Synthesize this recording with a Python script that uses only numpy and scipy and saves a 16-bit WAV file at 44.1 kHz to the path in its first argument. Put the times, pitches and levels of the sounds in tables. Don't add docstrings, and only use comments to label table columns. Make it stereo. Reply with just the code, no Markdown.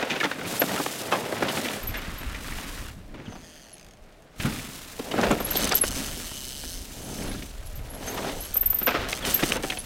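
import sys
import numpy as np
from scipy import signal
from scipy.fft import rfft, irfft, next_fast_len
from scipy.io import wavfile
from scipy.ndimage import uniform_filter1d, map_coordinates

SR = 44100
rng = np.random.default_rng(int(sys.argv[2]) if len(sys.argv) > 2 else 0)


def write(x):
    x = np.atleast_2d(x).T
    wavfile.write(sys.argv[1], SR, np.round(np.clip(x, -1, 1) * 32767).astype(np.int16))


N = 434385


def amp(db):
    return 10 ** (np.asarray(db) / 20)


def unit(x):
    return x / np.sqrt(np.mean(x ** 2) + 1e-20)


def along(points, hz):
    f, values = np.transpose(points)
    return np.interp(np.log(hz + 1), np.log(f + 1), values)


def curves(rows):
    times, *columns = np.transpose(rows)
    return [np.interp(np.arange(N) / SR, times, column) for column in columns]


def wobble(rate):
    knots = rng.standard_normal(4096)
    return np.interp(np.arange(N) * rate / SR, np.arange(len(knots)), knots)


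def swell(s, rise, hold, fall):
    t = np.arange(N) / SR - s
    return amp(-20 * np.minimum(np.maximum(-t, 0) / rise + np.maximum(t - hold, 0) / fall, 10))


def filtered(x, response):
    n = x.shape[-1]
    size = next_fast_len(n + 4096)
    return irfft(rfft(x, size) * response(np.fft.rfftfreq(size, 1 / SR)), size)[..., :n]


def low_passed(x, cutoff_hz, order=4):
    return filtered(x, lambda hz: 1 / (1 + (hz / cutoff_hz) ** order))


def coloured(x, spectrum):
    return unit(filtered(x, lambda hz: amp(along(spectrum, hz))))


def ring(x, modes, scale=1):
    def response(f):
        total = 0
        for k, (centre, width, db) in enumerate(modes):
            damping = 1j * f * width * scale
            total += (-1) ** k * amp(db) * damping / ((centre * scale) ** 2 - f * f + damping)
        return total
    return filtered(x, response)


def add(track, s, sound):
    start = int(np.clip(round(s * SR), 0, N - 1))
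    track[start:start + len(sound)] += sound[:N - start]


def crunch(rate, spread_db, share):
    struck = rng.random(N) < rate / SR
    sizes = amp(spread_db * np.clip(rng.standard_normal(N), -2, 2))
    grains = unit(struck * sizes * rng.choice([-1, 1], N))
    return np.sqrt(share) * grains + np.sqrt(1 - share) * rng.standard_normal(N)


def trail_levels(blend_s=0.07):
    # start in seconds, then roar, scrub, grit, leaves, wind in dB.
    stretches = [(0, -48, -55, -41.5, -47, -70), (0.47, -44.5, -44.5, -43.5, -43.5, -78),
                 (1.8, -46.5, -53.5, -46.5, -49, -40.5), (2.93, -57, -64.5, -70, -67, -47),
                 (3.42, -68, -63.5, -63, -70, -57.5), (4.39, -63, -72, -54, -44, -49.5),
                 (5.4, -50.5, -56.5, -58, -47.5, -43), (7.48, -60, -56, -55.5, -52, -45),
                 (8.4, -52, -53, -50.5, -49.5, -42)]
    # peak time, rise and fall in seconds, then roar, scrub and grit in dB.
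    carves = [(0.02, 0.23, 0.51, -42.5, -34, -35.5), (0.45, 0.22, 0.51, -37, -38, -42),
              (0.74, 0.21, 0.16, -33, -32, -34.5), (1.19, 0.34, 0.49, -41, -34, -40),
              (1.46, 0.31, 0.59, -35, -33.5, -34.5), (2.0, 0.13, 1, -51, -54, -41.5),
              (2.62, 1, 0.3, -54, -55, -44.5), (3.17, 0.11, 0.37, -41, -52, -52.5),
              (3.3, 0.23, 0.21, -46.5, -52, -49.5), (4.45, 0.082, 0.42, -36.5, -42, -37),
              (5.248, 0.21, 0.21, -25.5, -24.5, -30), (5.63, 0.37, 0.29, -33, -34, -32.5),
              (5.98, 0.36, 0.49, -38.5, -42.5, -41), (7.09, 0.24, .25, -40, -44, -53),
              (7.265, 0.32, 0.17, -34, -40, -43), (7.35, 0.2, 0.12, -35, -48, -46),
              (8.15, 0.4, 0.27, -41, -39.5, -44.5), (8.275, 0.4, 0.22, -37, -33.5, -39.5),
              (9.02, 0.22, 0.28, -38, -35.5, -33.5), (9.278, 0.12, .14, -32, -33, -32),
              (9.5, 0.25, 0.33, -35, -37, -37.5)]
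    # start, hold and fall in seconds, level in dB.
    sprays = [(0.482, 0.43, 0.6, -36.5), (1.498, 0.26, 0.13, -39.5), (2.438, 0.29, 0.29, -44),
              (4.401, 0.22, 0.065, -41), (5.182, 0.6, 0.16, -45.5), (5.959, 0.11, 1, -38),
              (7.3, 0.16, .5, -58), (8.076, 0.087, 0.47, -46.5), (9.27, 0.054, 0.2, -31),
              (9.677, .06, 0.11, -45)]
    # peak time in seconds, level in dB.
    gusts = [(1.819, -43), (1.899, -36), (2.08, -34.5), (2.25, -37), (2.48, -35), (2.8, -41), (4.44, -33.5),
             (5.28, -32.5), (5.55, -35), (5.87, -31), (7.24, -38), (7.66, -35.5), (7.76, -30), (8.05, -39),
             (8.35, -36), (9.0, -40), (9.28, -32)]
    starts, *levels_db = np.transpose(stretches)
    stretch = np.searchsorted(starts[1:], np.arange(N) / SR)
    steady_db = uniform_filter1d(np.array(levels_db)[:, stretch], int(blend_s * SR), axis=1)
    power = amp(steady_db) ** 2
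    for s, rise, fall, *tyre_db in carves:
        power[:3] += amp(tyre_db)[:, None] ** 2 * swell(s, rise, 0, fall) ** 2
    for s, hold, fall, db in sprays:
        power[3] += (amp(db) * swell(s, rise=0.04, hold=hold, fall=fall)) ** 2
    for s, db in gusts:
        power[4] += (amp(db) * swell(s, rise=0.06, hold=0, fall=0.3)) ** 2
    return 10 * np.log10(power)


def tyres(roar_db, scrub_db, grit_db):
    # frequency in Hz, relative density in dB.
    roar_spectrum = [(50, -24), (100, -3.5), (160, -1), (260, 2.5), (400, -8.5), (520, -21), (900, -65)]
    scrub_spectrum = [(250, -26.5), (400, 0.5), (500, 1), (680, -0.5), (950, -6.5), (1200, -22),
                      (2200, -57)]
    grit_spectrum = [(600, -14), (1000, 1.5), (1300, 3.5), (2000, 1.5), (2900, -2), (4200, -7.5),
                     (6500, -16.5), (12000, -36)]
    load = wobble(45)
    roar = amp(roar_db + 1.3 * load) * coloured(crunch(500, spread_db=4, share=0.8), roar_spectrum)
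    scrub = amp(scrub_db + 0.49 * load) * coloured(crunch(600, spread_db=4.5, share=0.54), scrub_spectrum)
    grit_gain = amp(grit_db + 0.53 * load + 1.76 * wobble(130))
    grit = grit_gain * coloured(crunch(900, spread_db=4.5, share=0.45), grit_spectrum)
    return roar + scrub + grit


def spray(level_db):
    # frequency in Hz, relative density in dB.
    leaves = [(1500, -4.5), (3000, 5), (4500, 3), (6300, 3), (9000, 1), (12000, -1), (15800, -5)]
    return amp(level_db + 2.4 * wobble(110)) * coloured(crunch(1200, spread_db=5, share=0.39), leaves)


def stones(grit_db, count=260, lowest_hz=1100, octaves=0.97, t60_s=0.0099):
    track = np.zeros(N)
    t = np.arange(SR // 60) / SR
    for when, pitch, size in rng.random((count, 3)):
        at = int(when * N)
        hz = lowest_hz * 2 ** (octaves * pitch)
        contact = rng.standard_normal(len(t)) * amp(-60 * t / t60_s)
        knock = ring(contact, [(hz, hz / 2, 0)])
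        add(track, at / SR, amp(grit_db[at] + 14.5) * size ** 2 * knock / np.abs(knock).max())
    return track


def bump(length_s, thud_db, knock_db, clack_db, clank_hz, clank_db, contacts_per_s=1900):
    # nominal frequency and bandwidth in Hz, relative level in dB.
    casing = [(154, 41, -4.5), (257.6, 52, 3), (366, 110, 0.5)]
    frame = [(467, 103, 1.1), (745, 170, 1.5), (994, 240, -3), (1400, 290, -5.5)]
    chain = [(1720, 430, 1.5), (2400, 300, 4.5), (2840, 260, 3.5), (3560, 320, 1.5), (4340, 620, -5.5),
             (6000, 1400, -10.5)]
    # frequency and bandwidth as multiples of its pitch, level in dB.
    clank = [(1, 0.082, 1), (1.26, .09, -6.5), (1.63, 0.12, -10.5)]
    t = np.arange(SR // 9) / SR
    rise = 1 - np.exp(-t / (0.2 * length_s))
    t60_s = 0.0085 + 4.4 * length_s
    fall = amp(-7 * np.minimum(t / length_s, 1) - 60 * np.maximum(t - length_s, 0) / t60_s)
    contacts = (rng.random(len(t)) < contacts_per_s / SR) + 0.13
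    detune = np.exp(0.05 * rng.standard_normal(3))
    heaviness = length_s / 0.0083
    parts = [(casing, thud_db, detune[0] * heaviness ** -0.088),
             (frame, knock_db, detune[1]),
             (chain, clack_db, detune[2] * heaviness ** -0.065),
             (clank, clank_db, clank_hz)]
    sound = np.zeros(len(t))
    for modes, db, scale in parts:
        part = ring(rise * fall * contacts * rng.standard_normal(len(t)), modes, scale)
        sound += amp(db) * part * np.sqrt(length_s * SR / np.sum(part ** 2))
    return sound


def hard_bumps():
    # start and length in seconds, tyre thud, frame knock and chain clack in dB,
    # pitch of the struck metal part in Hz, its level in dB.
    blows = [(0.025, 0.0065, -28.5, -28, -28, 2620, -35), (0.098, 0.028, -32, -36, -27.5, 2000, -34.5),
             (0.156, 0.013, -35, -33.5, -31.5, 2490, -34), (0.199, 0.0084, -40, -36, -33, 2330, -26.5),
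             (0.207, .009, -32, -35, -29, 1720, -23), (0.229, 0.0071, -30, -30, -34, 1310, -25),
             (0.236, 0.015, -29.5, -24.5, -25.5, 1770, -27), (0.254, 0.009, -29, -31, -39, 1400, -33),
             (0.312, 0.0067, -36, -31.5, -33, 1490, -26), (0.39, .004, -35, -44, -42, 1500, -37),
             (0.411, .005, -46, -39, -42, 1360, -32), (0.616, 0.0058, -28, -15.5, -24.5, 1450, -23.5),
             (0.635, 0.005, -23.5, -26, -42, 980, -41), (0.69, 0.0095, -38, -31, -39, 1900, -36),
             (0.775, 0.0081, -44, -34, -36, 1360, -31.5), (0.798, 0.0031, -21, -21.5, -37, 1010, -33),
             (0.861, 0.002, -26, -19.5, -30, 1850, -29), (1.114, 0.029, -31.5, -23, -27.5, 1040, -27),
             (1.324, 0.0056, -34, -23, -49, 1230, -40), (1.421, 0.009, -23.5, -21, -29, 1668, -31),
             (1.483, .01, -36, -33, -33, 3000, -29), (1.567, 0.014, -31, -31, -32, 2100, -34.5),
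             (1.647, 0.019, -31.5, -39, -35.5, 1900, -34), (1.684, 0.0036, -39, -41.5, -28.5, 2820, -31),
             (1.937, 0.033, -46, -40.5, -36, 1710, -36), (2.061, 0.01, -50, -44, -52, 1600, -44),
             (2.228, .006, -39, -42, -43, 1600, -43), (2.344, 0.0087, -48, -45, -45, 1950, -34.5),
             (2.521, 0.0058, -54, -48, -44, 1800, -36), (2.583, 0.0074, -56, -38.5, -38, 1650, -40),
             (3.139, 0.011, -48, -44, -50, 2100, -52), (3.321, 0.007, -52, -47, -55, 760, -42),
             (3.35, 0.012, -54, -48, -51, 755, -46), (4.398, 0.011, -39, -41, -32.5, 2400, -35),
             (4.433, 0.0037, -38, -46, -31, 3000, -36), (4.448, 0.021, -31.5, -38, -38, 1340, -34),
             (4.991, .009, -27, -37, -40, 1400, -48), (5.112, 0.0085, -34, -39, -34.5, 3000, -32),
             (5.138, 0.0043, -22.5, -25, -42, 1390, -46), (5.178, 0.019, -27, -24, -37, 1400, -40),
             (5.213, 0.0012, -40, -34, -28, 5600, -27.5), (5.229, 0.0094, -24, -22, -30, 1420, -31),
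             (5.303, 0.023, -20, -22.5, -32, 1100, -32.5), (5.313, 0.0018, -32, -29, -33, 6900, -25.5),
             (5.401, 0.0052, -27.5, -28, -36, 1100, -34), (5.553, 0.0036, -25.5, -28, -39, 3960, -36),
             (5.71, 0.02, -38, -25.5, -29.5, 1370, -27.5), (5.721, 0.0029, -35, -27, -26, 4760, -20),
             (5.834, 0.0086, -28.5, -26.5, -29.5, 1184, -32), (6.312, .004, -46, -40, -44, 1697, -46),
             (6.634, 0.0053, -53, -41, -46, 1400, -45), (7.314, 0.0048, -40, -48, -39, 3420, -44),
             (7.422, 0.0043, -51, -68, -36.5, 2250, -40), (8.075, 0.0035, -41, -33.5, -44, 1894, -35.5),
             (8.174, 0.009, -42, -31, -34.5, 1000, -32), (8.552, 0.01, -51, -36.5, -43, 1090, -44),
             (8.626, 0.0072, -45, -38, -42, 1500, -41), (8.727, 0.0062, -52, -34.5, -41, 1300, -43),
             (8.813, 0.014, -33.5, -39.5, -40, 1300, -40), (8.8688, 0.0024, -36, -23, -27, 1600, -21),
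             (8.872, 0.018, -31.5, -22.5, -24.5, 1250, -26.5), (8.902, 0.017, -38, -32, -31, 1510, -31),
             (8.939, 0.026, -32, -27, -29, 1200, -32.5), (9.1277, 0.0019, -46, -29, -20.5, 2050, -21),
             (9.25, 0.0022, -43, -39, -23.5, 3010, -25), (9.389, 0.016, -46, -34, -33, 1610, -33),
             (9.425, .011, -20, -25, -25, 2000, -27.5), (9.52, 0.0024, -29, -26, -19.5, 2445, -17.5),
             (9.553, 0.019, -34, -30.5, -35.5, 1490, -44), (9.633, 0.011, -28.5, -30, -34, 1830, -35),
             (9.699, 0.006, -45, -35, -27.5, 2560, -24.5), (9.718, 0.01, -41, -36, -34, 1850, -33.5),
             (9.772, 0.0033, -44, -39, -34, 2670, -31)]
    track = np.zeros(N)
    for s, *blow in blows:
        add(track, s, bump(*blow))
    return track


def rattles(roar_db, scrub_db, grit_db, count=50):
    track = np.zeros(N)
    for k in range(count):
        at = int((k + rng.random()) * N / count)
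        chance_db = rng.uniform(-1.3, 1)
        clank_hz = 1690 * 2 ** rng.uniform(-0.43, 0.5)
        rattle = bump(length_s=0.0066, thud_db=roar_db[at] - 1, knock_db=scrub_db[at] - 3,
                      clack_db=grit_db[at] - 0.5, clank_hz=clank_hz, clank_db=grit_db[at] + 2)
        add(track, at / SR, amp(chance_db) * rattle)
    return track


def hush(level_db=-54.5, width=0.94):
    # frequency in Hz, relative density in dB.
    spectrum = [(50, -8), (100, -6), (145, 4), (260, -2.5), (440, -4), (600, -5.5), (720, -3), (950, -11.5),
                (1500, -13), (3000, -20.5), (6000, -24), (15000, -36)]
    apart = low_passed(rng.standard_normal((2, N)), 900)
    return amp(level_db) * coloured(rng.standard_normal(N) + width * apart, spectrum)


def hum(level_db=-62.5):
    # frequency and bandwidth in Hz, relative level in dB.
    bands = [(595, 30, -0.5), (658, 18, -1)]
    return amp(level_db) * unit(ring(rng.standard_normal(N), bands))


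def chirps(trill_gap_s=0.0425, trill_fade_db=1.8, note_s=0.0133):
    # start in seconds, pitch in Hz, level in dB, number of notes.
    calls = [(0.594, 11730, -16, 1), (1.826, 12100, -37, 1), (1.871, 12080, -23.5, 1),
             (1.969, 13000, -34, 1), (2.179, 13100, -36, 1), (3.728, 10860, -40.5, 1),
             (5.335, 13000, -46, 1), (5.399, 12500, -30, 1), (5.445, 11280, -22, 1),
             (5.506, 12740, -19.5, 1), (5.565, 12600, -17, 1), (5.749, 12700, -11.5, 1),
             (5.811, 10840, -11.5, 1), (7.035, 10950, -41, 1), (7.225, 10950, -44, 3),
             (7.29, 10780, -36, 1), (7.659, 11250, -42.5, 1), (7.753, 12400, -39, 1),
             (7.899, 11170, -37.5, 2), (8.06, 11400, -41, 1), (8.095, 12700, -36, 2), (8.42, 12400, -36, 1),
             (8.403, 11280, -31, 2), (8.54, 12370, -19, 1), (8.565, 13300, -12.5, 2),
             (8.657, 13360, -12, 5), (8.859, 13400, -14.5, 1), (9.34, 12340, -11.5, 1),
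             (9.784, 10600, -26.5, 1)]
    track = np.zeros(N)
    t = np.arange(SR // 6) / SR
    age = np.minimum(t / note_s, 1)
    arch = np.abs(np.sin(np.pi * age)) ** 1.03
    echo_decay = (t > 0.004) * (amp(-60 * t / 0.05) + 0.16 * amp(-60 * t / 0.22))
    notes = [(s + k * trill_gap_s, hz, db - k * trill_fade_db)
             for s, hz, db, count in calls for k in range(round(count))]
    for s, hz, db in notes:
        quiver = np.sin(2 * np.pi * (rng.uniform(160, 188) * t + rng.random()))
        effort = amp((db + 13.5) / 22)
        pitch = hz * (1 + effort * (0.16 * (age - 0.42) ** 2 - 0.006 + 0.016 * quiver))
        phase = 2 * np.pi * np.cumsum(pitch) / SR
        whistle = arch * np.sin(phase)
        scatter = rng.standard_normal(len(t)) * echo_decay
        tail = signal.fftconvolve(np.sqrt(arch) * np.sin(phase), scatter)[:len(t)]
        tail *= np.linalg.norm(whistle) / np.linalg.norm(tail)
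        distortion = (hz > 13000) * amp(db - 8.5) * arch ** 3 * np.sin(0.602 * phase)
        wet = np.interp(db, [-36, -22], [1, 0.55])
        add(track, s, amp(db) * (whistle + distortion + wet * tail))
    return track


def skids():
    # peak time, rise and fall in seconds, level in dB.
    slides = [(1.55, 0.35, 0.43, -46.5), (5.57, 0.15, 0.31, -33.5), (7.33, .3, 0.22, -46),
              (8.29, .3, 0.24, -45.5), (8.96, 0.195, 0.2, -44.5)]
    # frequency in Hz, relative density in dB.
    gravel = [(1200, -31), (2400, -18), (3300, 0), (4300, -2.5), (5500, -12), (9000, -19)]
    gain = sum(amp(db) * swell(s, rise, 0, fall) for s, rise, fall, db in slides)
    return gain * amp(4 * wobble(120)) * coloured(crunch(1500, spread_db=8, share=0.41), gravel)


def wind(level_db):
    # frequency in Hz, relative density in dB.
    spectrum = [(10, -13), (25, 3), (42, -1), (65, -4.5), (100, -9.5), (150, -18), (300, -57)]
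    return amp(level_db + 3 * wobble(14)) * coloured(rng.standard_normal(N), spectrum)


def thumps():
    # start and decay time in seconds, pitch in Hz, level in dB.
    drops = [(1.891, 0.018, 50, -30.5), (2.075, .02, 79.6, -35), (2.964, .03, 85, -41),
             (3.277, 0.021, 111, -36), (4.396, 0.022, 85, -32.5), (4.448, 0.036, 119, -24),
             (4.58, 0.019, 125, -36)]
    # frequency and bandwidth as multiples of the pitch, relative level in dB.
    modes = [(1, 0.29, 0), (2.05, 0.43, -1.5), (2.7, 0.55, -7.5)]
    track = np.zeros(N)
    t = np.arange(SR // 4) / SR
    for s, decay_s, hz, db in drops:
        push = (rng.standard_normal(len(t)) + 25 * (t == 0)) * np.exp(-t / decay_s)
        boom = low_passed(ring(push, modes, hz), 380, order=8)
        add(track, s, amp(db) * boom * np.sqrt(decay_s * SR / np.sum(boom ** 2)))
    return track


def freehub(coasts, modes, chatter_s, snap_db, sizzle_db):
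    snaps, lag = np.zeros(N), np.zeros(N)
    n = np.arange(N)
    for coast, jolt in coasts:
        rate, level_db, lag_ms = curves(coast)
        started = n / SR > coast[0][0]
        turning = started & (n / SR < coast[-1][0])
        stutter = np.maximum(1 + 0.4 * jolt * wobble(140), 0)
        teeth_passed = np.floor(np.cumsum(rate * turning * stutter) / SR)
        at = np.flatnonzero(np.diff(teeth_passed) > 0)
        uneven_db = (1 + 1.5 * jolt) * rng.standard_normal(len(at))
        snaps[at] += amp(level_db[at] + uneven_db) * np.sqrt(SR / np.maximum(rate[at], 1))
        lag[started] = lag_ms[started] * SR / 1000
    t = np.arange(SR // 40) / SR
    decay = np.exp(-(t / chatter_s) ** 2) + amp(sizzle_db - 60 * t / 0.036)
    energy = np.abs(signal.fftconvolve(snaps ** 2, decay / decay.sum())[:N])
    force = amp(snap_db) * snaps + np.sqrt(energy) * rng.standard_normal(N)
    direct = ring(force, modes)
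    echo = 0.36 * map_coordinates(low_passed(direct, 7500), [n - lag])
    return np.sqrt(np.mean(snaps ** 2)) * unit(direct + echo)


def hub_in_air(jolt=0.05):
    # time in seconds, clicks a second, level in dB, lag of the ground echo in ms.
    spin_down = [(3.22, 215, -68, .31), (3.31, 172, -56, 0.29), (3.48, 163, -51.5, 0.68),
                 (3.58, 150, -51.5, .63), (3.75, 75, -54.5, 0.72), (3.93, 36, -58, .92),
                 (4.0, 13, -72, .95), (4.3, 8, -66, 1.1)]
    # frequency and bandwidth in Hz, relative level in dB.
    modes = [(1800, 290, -2.5), (2650, 600, -3), (3280, 420, -1.5), (4300, 400, -3), (4880, 540, -2.5),
             (6400, 390, 1.5), (8800, 700, -8), (9900, 1100, -9.5), (12500, 4500, -16)]
    return freehub([(spin_down, jolt)], modes, chatter_s=0.0016, snap_db=-6, sizzle_db=-14)


def rubs():
    # start and length in seconds, first and last pitch in Hz, level in dB, relative jitter.
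    squeaks = [(3.256, .018, 3300, 2750, -53, .08), (3.264, .016, 2700, 3200, -51, .07),
               (3.295, 0.068, 6400, 5950, -57, .04), (8.07, .045, 6300, 6500, -39.5, .025),
               (9.224, .028, 3440, 3000, -39, .025), (9.633, 0.17, 790, 715, -45.5, .005)]
    track = np.zeros(N)
    for s, length_s, first_hz, last_hz, db, jitter in squeaks:
        age = np.linspace(0, 1, int(length_s * SR))
        pitch = (first_hz + (last_hz - first_hz) * age) * (1 + jitter * wobble(900)[:len(age)])
        gain = np.sqrt(np.abs(np.sin(np.pi * age))) * amp(2.5 * wobble(120)[:len(age)])
        add(track, s, amp(db) * unit(gain * np.sin(2 * np.pi * np.cumsum(pitch) / SR)))
    return track


def hub_on_trail(first_lag_ms=1.3, last_lag_ms=0.804, berm_jolt=0.05):
    # start and end in seconds, first and last rate in clicks a second,
    # first and last level in dB, jolting from 0 to 1.
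    short_coasts = [(5.402, 5.608, 110, 125, -51, -33, 0.6), (5.6, 5.653, 120, 120, -30.5, -27.5, 0.24),
                    (5.655, 5.692, 58, 54, -29.5, -31.5, .2), (5.735, 5.789, 115, 102, -27, -32, 0.38),
                    (5.83, 5.886, 140, 140, -39.5, -28, 0.36), (7.922, 8.094, 260, 290, -61, -38.5, 0.02),
                    (8.102, 8.58, 260, 120, -45, -44, .15), (9.08, 9.193, 119, 115, -34.5, -39.5, 0.6),
                    (9.247, 9.352, 180, 210, -34, -40, .4), (9.43, 9.569, 153, 144, -30, -38, 0.73),
                    (9.616, 9.824, 120, 130, -38.5, -46.5, 0.38)]
    # time in seconds, clicks a second, level in dB, lag of the ground echo in ms.
    berm_coast = [(5.9, 130, -33.5, 0.96), (6.05, 144, -39.5, 0.64), (6.22, 178, -41.5, 0.55),
                  (6.33, 143, -42, 0.35), (6.47, 125, -39, 0.23), (6.62, 150, -41, 0.23),
                  (6.73, 180, -38, .185), (6.85, 170, -51.5, 0.21), (7.03, 224, -46, 0.11),
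                  (7.22, 230, -40, 0.14), (7.3, 213, -51, 0.18), (7.5, 240, -54, 0.14)]
    # frequency and bandwidth in Hz, relative level in dB.
    modes = [(1600, 210, -6.5), (3000, 180, 5), (4200, 690, -0.5), (5370, 630, 0), (6220, 280, 5.5),
             (8200, 1900, -1), (12900, 6900, -8.5)]
    coasts = [([(start, rate0, db0, first_lag_ms), (end, rate1, db1, last_lag_ms)], jolt)
              for start, end, rate0, rate1, db0, db1, jolt in short_coasts]
    close = freehub(coasts, modes, chatter_s=0.003, snap_db=-16, sizzle_db=-20.5)
    berm = freehub([(berm_coast, berm_jolt)], modes, chatter_s=0.0012, snap_db=-7.5, sizzle_db=-30)
    return close + berm


def forest_echo(x, level_db=-23):
    # frequency in Hz, time to fall 60 dB in seconds.
    decay_times = [(150, 0.97), (1500, 0.017), (6000, 0.028), (14000, 0.13)]
    hz, t, noise = signal.stft(rng.standard_normal(SR // 2), SR, nperseg=256)
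    decay = amp(-60 * t / along(decay_times, hz)[:, None])
    _, tail = signal.istft(noise * decay, SR, nperseg=256)
    return amp(level_db) * signal.fftconvolve(x, tail / np.linalg.norm(tail))[:N]


def scattered(x):
    t = np.arange(SR // 50) / SR
    burst = rng.standard_normal(len(t)) * (t > 0.001) * amp(-60 * t / 0.04)
    return signal.fftconvolve(x, burst / np.linalg.norm(burst))[:N]


def scene():
    # time in seconds, left against right in dB.
    pan = [(0, 2), (0.45, -3), (0.63, -3.8), (0.73, 0), (1.15, 2), (1.35, -1), (1.6, -6.5), (1.82, -6),
           (1.92, 0.5), (2.7, -3.5), (2.9, -3.5), (3.0, 4.5), (4.55, 4), (5.5, -4.5), (5.8, -3), (5.95, 0),
           (7.13, 0.5), (7.38, 4), (7.52, 5), (7.6, -1.5), (7.81, -3), (8.05, 0), (8.3, 2.5), (8.5, -0.5),
           (8.98, -1.5), (9.55, 3.5), (9.85, 3)]
    # time in seconds, side against middle in dB.
    width = [(0, -50), (1.8, -37), (1.9, -56), (2.9, -29), (3.0, -34), (5.8, -34), (5.95, -55), (7.2, -41),
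             (7.5, -30), (9.85, -23)]
    pan_db, = curves(pan)
    width_db, = curves(width)
    roar_db, scrub_db, grit_db, leaves_db, wind_db = trail_levels()
    ground = tyres(roar_db, scrub_db, grit_db) + spray(leaves_db) + stones(grit_db) + skids()
    hubs = hub_in_air() + hub_on_trail()
    clatter = rattles(roar_db, scrub_db, grit_db) + hard_bumps()
    direct = ground + hubs + clatter + thumps() + rubs() + chirps()
    middle = direct + forest_echo(direct) + wind(wind_db)
    side = amp(width_db) * (scattered(direct) + wind(wind_db))
    stereo = np.array([middle + side, middle - side]) + hush() + hum()
    gains = amp(np.array([pan_db, -pan_db]) / 2)
    return stereo * gains / gains.mean(axis=0)


def record(dry):
    return filtered(dry, lambda hz: hz < 15900)


dry = scene()
out = record(dry)
write(out)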